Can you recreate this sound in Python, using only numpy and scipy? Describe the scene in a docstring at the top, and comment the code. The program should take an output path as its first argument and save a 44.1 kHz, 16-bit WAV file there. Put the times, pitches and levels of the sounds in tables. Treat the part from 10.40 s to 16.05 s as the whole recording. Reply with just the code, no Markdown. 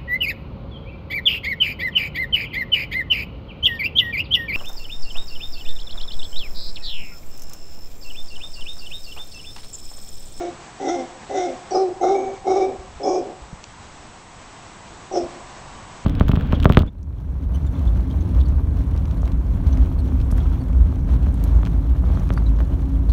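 """Eight short, hoarse howler monkey calls from a tree, with a faint forest echo.
Two vocal oscillators and a chaotic rattle ring throat sac, throat and mouth; air whistles at the lips.
Underneath: hush of trees, wind rumble, far roar, and a hand-held camera's bumps, click and thin whine."""
import sys
import numpy as np
from scipy import signal
from scipy.fft import rfft, irfft
from scipy.io import wavfile
from scipy.ndimage import uniform_filter1d

SR = 44100
rng = np.random.default_rng(int(sys.argv[2]) if len(sys.argv) > 2 else 0)


def wav_out(sig):
    """Save sig, one row per channel (or a flat mono array), as 16-bit PCM at SR to the path in sys.argv[1]."""
    wavfile.write(sys.argv[1], SR, np.round(np.clip(np.atleast_2d(sig).T, -1, 1) * 32767).astype(np.int16))


N = 249165
TIME_S = np.arange(N) / SR

# noise spectra of trees, wind, far roar, vocal rattle: f/Hz, relative density/dB
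HUSH_SPECTRUM = [(12, -41), (20, -2), (60, -9), (145, -5), (177, -7), (212, -7), (361, -9.5), (489, -12),
                 (570, -12.5), (716, -6.5), (922, -9.5), (4920, -22.5), (7390, -21.5), (7970, -25),
                 (8600, -39), (11200, -52.5), (18900, -120)]
RUMBLE_SPECTRUM = [(15, 3.5), (45, 2), (100, 1), (200, -5.5), (400, -23), (1500, -67)]
ROAR_SPECTRUM = [(200, -24), (500, -11), (750, -8.5), (950, -0.5), (1150, -1.5), (1400, -21), (2200, -21),
                 (5000, -37)]
RATTLE_SPECTRUM = [(200, 2.5), (280, -9.5), (340, 4.5), (420, 0.5), (510, 4), (620, 5), (760, 11.5),
                   (880, 2), (1200, -6)]
# gain on air and camera, dips as the loud calls begin: t/s, gain/dB
BACKGROUND_GAIN = [(0, 1.45), (1.33, 1.7), (1.38, -1.5), (2.8, -1.5), (4, 0), (4.8, 1.5), (5.65, 1.25)]
# air, before that gain: t/s, rumble level/dB, roar level/dB
AIR_LEVELS = [(0, -54.5, -53.5), (.8, -62, -54.5), (1.6, -48, -47.5), (2.3, -46, -48), (2.8, -46.5, -54),
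              (3.1, -49, -47), (3.4, -47, -54), (4.1, -52.5, -51.5), (4.7, -51, -52.5), (5.0, -53.5, -48.5),
              (5.4, -46, -45.5), (5.65, -52, -50)]
# electronic tones, before that gain: f/Hz, level/dB
WHINE_TONES = [(7859, -61), (8141, -65)]
# hand bumps, before that gain: t/s, level/dB, f/Hz, decay/s
HAND_BUMPS = [(2.387, -29.5, 61.3, 0.0074), (2.486, -36, 68.5, 0.0081), (2.559, -31.5, 53.6, 0.0091),
              (3.017, -31, 55.16, 0.0089), (3.129, -23.5, 154, 0.0027), (3.129, -32, 55.4, 0.007),
              (4.832, -36.5, 65.4, 0.0069)]
# echoes from trunks and forest edge: delay/s, gain/dB
TRUNK_ECHOES = [(.021, -16.5), (.047, -23), (0.127, -28), (0.179, -27.5)]
# leaf scatter: f/Hz, T60/s
LEAF_DECAY = [(200, 0.15), (750, 0.75), (2500, 0.63), (8000, 0.19)]
# squeak in call 4: t/s, f/Hz, level/dB
SQUEAK_CURVE = [(1.305, 5230, -57), (1.345, 5200, -44), (1.36, 5075, -28.5), (1.378, 5040, -55.5),
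                (1.42, 5238, -61)]
# lips parting or closing: t/s, f/Hz, level/dB, decay/s
LIP_WHISTLES = [(1.306, 5750, -38, 0.045), (1.306, 4580, -42, .035), (1.61, 6350, -44, .035),
                (1.746, 2283, -39.5, 0.11), (1.76, 6440, -48, 0.12), (2.215, 2307, -39.5, 0.049),
                (2.63, 5260, -32.5, 0.031), (2.632, 3375, -50.5, 0.09), (4.723, 5830, -39.5, 0.027)]
# voice pitch, one list per call: t/s, f/Hz
PITCH_CURVES = [
    [(0.0, 346.4), (0.018, 356.5), (0.13, 350.4)],
    [(0.41, 384.8), (0.44, 385.5), (0.464, 329.5), (0.494, 327), (0.512, 358), (0.64, 343.7)],
    [(0.9, 393), (0.956, 405.7), (1.0, 361.3), (1.046, 363.1), (1.062, 347.2), (1.15, 357)],
    [(1.31, 382.0), (1.348, 363.4), (1.406, 390.7), (1.48, 359.3), (1.518, 356), (1.53, 353)],
    [(1.61, 362.6), (1.682, 361.2), (1.704, 399), (1.75, 394.7), (1.774, 371.8), (1.83, 385.4)],
    [(2.06, 389.6), (2.144, 369.2), (2.174, 400.5), (2.206, 372.3), (2.322, 397), (2.36, 394.2)],
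    [(2.61, 406), (2.64, 419.2), (2.73, 368), (2.82, 363.5), (2.83, 378.7), (2.87, 388)],
    [(4.73, 365.3), (4.746, 384.7), (4.756, 384.8), (4.772, 358.7), (4.796, 344.5), (4.82, 350.3)],
]
# sac resonances at half-open jaw: f/Hz, width/Hz, relative gain/dB
SAC_MODES = [(396.7, 201, 17), (268.6, 330, -6.5)]
# lower throat resonances, jaw up to half open: f/Hz, width/Hz, gain/dB re main resonance
LOW_THROAT_MODES = [(680, 50, -7.5), (526, 82, 1)]
# back, whistle, front, lip resonances: width/Hz, glide/(1/s), effort slope/(dB/dB), dulling share
MOUTH_MODES = [(254, -.1, 1.9, 1), (75, 0.34, 1.1, .5), (400, -0.24, 1.4, 0.33), (244, -.2, 1.5, 0.8)]
# upper lip resonances: share above the lowest at spread 1, width/Hz, relative gain/dB
UPPER_LIP_MODES = [(.08, 322, 2), (0.201, 700, -5)]
# one row per call; columns and units as unpacked, levels before effort and dulling
# ROUGH: rattle's weight in the drive; SPLIT: lower oscillator's share of tonal power
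CALLS = [ (-.07, 0.047, 0.12, .055, -7, 9, 12.5, 0.3, 0.11, 0.7, 0.7, -27.5, -28, -46, -49, -54, -48, 664, 0.47, 1310, 2230, 3780, 5370, 1.2),
         (.398, 0.074, 0.077, .11, -12, 2.5, 3.5, .25, 0.01, 0.7, 0.77, -23.5, -24.5, -43, -40.5, -45.5, -39.5, 757.7, -0.024, 1400, 2060, 3550, 5530, 0.82),
         (.893, 0.059, 0.11, 0.1, -10.5, 3.5, 2, 0.22, 0.04, 0.32, .85, -24.5, -24.5, -47.5, -42, -46.5, -42.5, 706, -0.73, 1410, 2074, 3577, 5473, 1),
         (1.307, 0.05, .11, .066, -10, -0.5, 26, 0.28, 0.02, 0, 0, -18, -18, -34, -52, -51.5, -37.5, 750, -0.14, 1217, 2356, 4170, 5093, 0.65),
         (1.601, .036, .112, .205, -12.5, 8, 8, 0.31, .07, 0, 0.31, -17.5, -17.5, -36, -44, -47.5, -42, 761.7, -.1, 1252, 2144, 3755, 5290, 1.1),
         (2.042, 0.039, .175, .115, -17, 6.5, 8.5, 0.37, 0.1, 0.03, 0.6, -18.5, -20, -39, -43.5, -49.5, -42, 754.5, -.15, 1206, 2233, 3750, 5200, 1.1),
         (2.598, .075, 0.12, 0.15, -15, 11, 10, 0.5, 0.27, 0.32, 0.94, -19.5, -21, -37, -48, -61.5, -37, 723, -0.26, 1097, 2354, 3347, 5210, 1.08),
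         (4.711, .056, .02, 0.085, -12.5, 3.5, 6.5, .5, 0.06, 0, 0.32, -19.5, -22, -45, -59, -53, -34.5, 670, -1.74, 1380, 2293, 3450, 5318, 0.53)]
(START_S, RISE_S, HOLD_S, FALL_S, CATCH_DB, DROP_DB, DULL_DB,
 ROUGH_ATTACK, ROUGH_HELD, EARLY_SPLIT, LATE_SPLIT,
 SAC_DB, THROAT_DB, BACK_DB, WHISTLE_DB, FRONT_DB, LIPS_DB,
 THROAT_HZ, JAW_GLIDE_PER_S, BACK_HZ, WHISTLE_HZ, FRONT_HZ, LIPS_HZ, LIP_SPREAD) = np.transpose(CALLS)
CALL = np.maximum(np.searchsorted(START_S, TIME_S) - 1, 0)  # call index per sample
AGE_S = TIME_S - START_S[CALL]


def gain_of(db):
    """dB to amplitude."""
    return 10 ** (np.asarray(db) / 20)


def unit_rms(x):
    """Scale to rms 1."""
    return x / np.sqrt(np.mean(x ** 2) + 1e-20)


def steadied(x, samples):
    """Scale to running rms 1; fast flutter remains."""
    power = uniform_filter1d(uniform_filter1d(x ** 2, samples), samples // 2)
    return x / np.sqrt(abs(power) + 1e-14)


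def at_hz(points, hz):
    """Interpolate over log frequency."""
    f, value = np.transpose(points)
    return np.interp(np.log(hz + 1), np.log(f + 1), value)


def follow(rows):
    """Interpolate each column over time."""
    times_s, *columns = np.transpose(rows)
    return [np.interp(TIME_S, times_s, column) for column in columns]


def add(mix, start_s, sound):
    """Mix in place."""
    part = mix[max(round(start_s * SR), 0):][:len(sound)]
    part += sound[:len(part)]


def colour(x, spectrum):
    """Filter by a spectrum; rms 1."""
    return unit_rms(irfft(rfft(x) * gain_of(at_hz(spectrum, np.fft.rfftfreq(N, 1 / SR))), N))


def noise(spectrum):
    """Coloured noise, rms 1."""
    return colour(rng.standard_normal(N), spectrum)


def wander(hz):
    """Low-passed random drift, rms 1."""
    lowpass = signal.butter(3, hz, fs=SR, output="sos")
    return unit_rms(signal.sosfilt(lowpass, rng.standard_normal(N + SR))[SR:])


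def resonate(x, hz, width_hz):
    """Steep unity-gain resonance; the centre may move."""
    carrier = np.exp(2j * np.pi * np.cumsum(hz * np.ones(len(x))) / SR)
    r = np.exp(-np.pi * width_hz / SR)
    baseband = signal.lfilter([(1 - r) ** 2], [1, -2 * r, r * r], x / carrier + 1e-18)
    return 2 * (carrier * baseband).real


def air(hush_db=-43.5):
    """Hush of trees, lumpy wind at the microphone, a far roar swelling late."""
    rumble_db, roar_db = follow(AIR_LEVELS)
    hush = noise(HUSH_SPECTRUM) * gain_of(hush_db + 0.71 * wander(hz=7.4))
    rumble = noise(RUMBLE_SPECTRUM) * gain_of(rumble_db + 1.5 * wander(hz=20))
    roar = noise(ROAR_SPECTRUM) * gain_of(roar_db + 1.5 * wander(hz=7.2))
    return hush + rumble + roar


def whine(wobble_hz=30):
    """Camera electronics: two thin tones with a fast, regular waver."""
    wobble_rad = np.sin(2 * np.pi * wobble_hz * TIME_S)
    return sum(np.sqrt(2) * gain_of(db) * np.sin(2 * np.pi * (hz * TIME_S + rng.random()) + wobble_rad)
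               for hz, db in WHINE_TONES)


def handling(click_s=3.2408, click_db=-24.5, click_decay_s=.0011):
    """Hand on the camera: soft bumps, one dry click of the housing."""
    out, t = np.zeros(N), TIME_S[:SR // 8]
    for start_s, db, hz, decay_s in HAND_BUMPS:
        envelope = t / decay_s * np.exp(1 - t / decay_s)
        add(out, start_s, gain_of(db) * envelope * np.sin(2 * np.pi * hz * t))
    crack = noise([(300, -19), (1300, -3), (2000, -2), (3200, 5), (7000, -3), (9000, -25), (12000, -43)])
    add(out, click_s, gain_of(click_db) * crack[:len(t)] * np.exp(-t / click_decay_s))
    return out


def forest(voice, scatter_db=-17, taps_per_s=1500):
    """Distinct echoes plus thin scatter from leaves."""
    taps = rng.standard_normal(SR) * (rng.random(SR) < taps_per_s / SR)
    hz, t, spectra = signal.stft(taps, SR, nperseg=256)
    decay = gain_of(-60 * t / at_hz(LEAF_DECAY, hz)[:, None])
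    tail = signal.istft(spectra * decay, SR, nperseg=256)[1]
    response = gain_of(scatter_db) * tail / np.linalg.norm(tail)
    for delay_s, db in TRUNK_ECHOES:
        add(response, delay_s, gain_of([db]))
    return signal.fftconvolve(voice, response)[:N]


def squeak(waver_share=0.0046):
    """Air through narrowed lips: one wavering tone."""
    hz, db = follow(SQUEAK_CURVE)
    cycles = np.cumsum(hz * (1 + waver_share * wander(hz=100))) / SR
    gate = (TIME_S > SQUEAK_CURVE[0][0]) & (TIME_S < SQUEAK_CURVE[-1][0])
    return np.sqrt(2) * gain_of(db) * np.sin(2 * np.pi * cycles) * gate


def whistles(width_share=.025, attack_s=.003):
    """Turbulent air at the lips, one narrow resonance per burst."""
    out, t = np.zeros(N), TIME_S[:SR // 2]
    for start_s, hz, db, decay_s in LIP_WHISTLES:
        ring = steadied(resonate(rng.standard_normal(SR), hz, width_share * hz), 600)[-len(t):]
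        envelope = np.minimum(t / attack_s, 1) * np.exp(-t / decay_s)
        add(out, start_s, gain_of(db) * envelope * ring)
    return out


def stages(break_share=0.2):
    """Progress, 0-1, through each call's rise, hold, fall and the voice break that opens the fall."""
    rise = np.clip(AGE_S / RISE_S[CALL], 0, 1)
    hold = np.clip((AGE_S - RISE_S[CALL]) / HOLD_S[CALL], 0, 1)
    fall = np.clip((AGE_S - (RISE_S + HOLD_S)[CALL]) / FALL_S[CALL], 0, 1)
    return rise, hold, fall, np.minimum(fall / break_share, 1)


def glide(hz, share_per_s):
    """Linear slide through each call's frequency at mid-hold."""
    past_middle_s = AGE_S - (RISE_S + HOLD_S / 2)[CALL]
    return hz[CALL] * (1 + share_per_s * np.minimum(past_middle_s, (HOLD_S / 2 + FALL_S)[CALL]))


def effort(catch_share=0.14, fade_db=-11.5, flutter_db=1.41):
    """Blowing effort/dB (catch, swell, hold, break, fade) and dulling/dB, growing over the hold."""
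    rise, hold, fall, broken = stages()
    attack_db = CATCH_DB[CALL] * np.interp(rise, [catch_share, 1], [1, 0])
    release_db = fade_db * fall ** 2 - DROP_DB[CALL] * broken
    return attack_db + release_db + flutter_db * wander(hz=28), DULL_DB[CALL] * hold


def voicing(settle_s=.03, waver_share=0.00697, low_base_hz=276.4, climb_hz=65.43, sag_hz=37.97):
    """Rough start; the lower oscillator climbs and fades as the voice settles, returns at the break."""
    _, _, fall, broken = stages()
    settled = np.clip((AGE_S - RISE_S[CALL]) / settle_s, 0, 1)
    hz = follow(np.concatenate(PITCH_CURVES))[0] * (1 + waver_share * wander(hz=20))
    low_hz = low_base_hz + np.where(fall > 0, -sag_hz * fall, climb_hz * settled)
    split = EARLY_SPLIT[CALL] * (1 - settled ** 3) + LATE_SPLIT[CALL] * broken
    rough = ROUGH_ATTACK[CALL] * (1 - settled) + ROUGH_HELD[CALL] * (settled + 1.227 * broken)
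    return hz, low_hz, np.clip(split, 0, 1), np.clip(rough, 0, 1)


def oscillator(hz, jitter):
    """Sharp vocal pulses with uneven periods, 20 harmonics."""
    cycles = np.cumsum(hz * (1 + jitter * wander(hz=117.3))) / SR
    return unit_rms(sum(np.cos(2 * np.pi * k * cycles) for k in range(1, 21)))


def rattle(slap_hz=125, rate_spread=.3, puff_cycles=0.36):
    """Loose tissue slaps unevenly; each slap passes a puff of air."""
    cycles = np.cumsum(slap_hz * (1 + rate_spread * wander(hz=80))) / SR
    return colour(np.exp(-(cycles % 1) / puff_cycles) * rng.standard_normal(N), RATTLE_SPECTRUM)


def larynx(rattle_db=4):
    """Two oscillators plus rattle: the throat's drive and a breathier one for the mouth."""
    hz, low_hz, split, rough = voicing()
    jitter = 0.0076 + 0.0439 * rough
    folds = np.sqrt(1 - split) * oscillator(hz, jitter) + np.sqrt(split) * oscillator(low_hz, jitter)
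    puffs = rattle()
    drive = np.sqrt(1 - rough) * folds + np.sqrt(rough) * gain_of(rattle_db) * puffs
    return drive, drive + puffs + rng.standard_normal(N)


def rasp(breathy, effort_db, dull_db, gape_db=2):
    """Mouth and lip resonances speak when blown hard; the gape is widest at mid-hold."""
    widths_hz, glides_per_s, slopes, dull_shares = np.transpose(MOUTH_MODES)
    centres_hz = list(map(glide, (BACK_HZ, WHISTLE_HZ, FRONT_HZ, LIPS_HZ), glides_per_s))
    bands = [resonate(breathy, hz, width_hz) for hz, width_hz in zip(centres_hz, widths_hz)]
    for step, width_hz, db in UPPER_LIP_MODES:
        upper_hz = (1 + step * LIP_SPREAD[CALL]) * centres_hz[-1]
        bands[-1] += gain_of(db) * resonate(breathy, upper_hz, width_hz)
    _, hold, _, _ = stages()
    blow_db = effort_db + gape_db * (np.sin(np.pi * hold) - .5)
    levels_db = (BACK_DB, WHISTLE_DB, FRONT_DB, LIPS_DB)
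    return sum(gain_of(db[CALL] + slope * blow_db - dull_share * dull_db) * steadied(band, 900)
               for band, db, slope, dull_share in zip(bands, levels_db, slopes, dull_shares))


def cavity(drive, modes):
    """Resonances at steady rms; alternating signs fill the valleys between them."""
    ringing = sum((-1) ** k * gain_of(db) * resonate(drive, hz, width_hz)
                  for k, (hz, width_hz, db) in enumerate(modes))
    return steadied(ringing, 1300)


def hoot(drive, effort_db, dull_db, band_hz=(215, 930), main_width_hz=105, half_open_hz=756):
    """Body of the call: the larynx rings sac and throat; sac and main resonance glide with the jaw."""
    dark = signal.sosfilt(signal.butter(4, band_hz, "band", fs=SR, output="sos"), drive)
    main_hz = glide(THROAT_HZ, JAW_GLIDE_PER_S[CALL])
    sac_ratio = (main_hz / half_open_hz) ** 0.35
    sac = cavity(dark, [(hz * sac_ratio, width_hz, db) for hz, width_hz, db in SAC_MODES])
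    loss_db = 2 * np.maximum(main_hz - half_open_hz, 0)  # an open jaw weakens the lower modes
    low_modes = [(hz, width_hz, db - loss_db) for hz, width_hz, db in LOW_THROAT_MODES]
    throat = cavity(dark, [(main_hz, main_width_hz, 0), *low_modes])
    sac_db = SAC_DB[CALL] + effort_db - 0.12 * dull_db
    throat_db = THROAT_DB[CALL] + 0.86 * effort_db - 0.56 * dull_db
    return gain_of(sac_db) * sac + gain_of(throat_db) * throat


def monkey(edge_s=.004):
    """Hoot and rasp, gated per call, plus lip squeak and whistles."""
    drive, breathy = larynx()
    effort_db, dull_db = effort()
    remaining_s = (RISE_S + HOLD_S + FALL_S)[CALL] - AGE_S
    gate = np.clip(np.minimum(AGE_S, remaining_s) / edge_s, 0, 1)
    calls = hoot(drive, effort_db, dull_db) + rasp(breathy, effort_db, dull_db)
    return gate * calls + squeak() + whistles()


def scene():
    """Monkey and echo over air and camera sounds; mono."""
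    voice = monkey()
    background = (air() + whine() + handling()) * gain_of(follow(BACKGROUND_GAIN)[0])
    return (background + forest(voice) + voice)[None]


def record(dry, cutoff_hz=8650):
    """The camera's steep low-pass."""
    lowpass = signal.firwin(255, cutoff_hz, window=("kaiser", 9), fs=SR)
    return signal.oaconvolve(dry, lowpass[None], "same")


dry = scene()
out = record(dry)
wav_out(out)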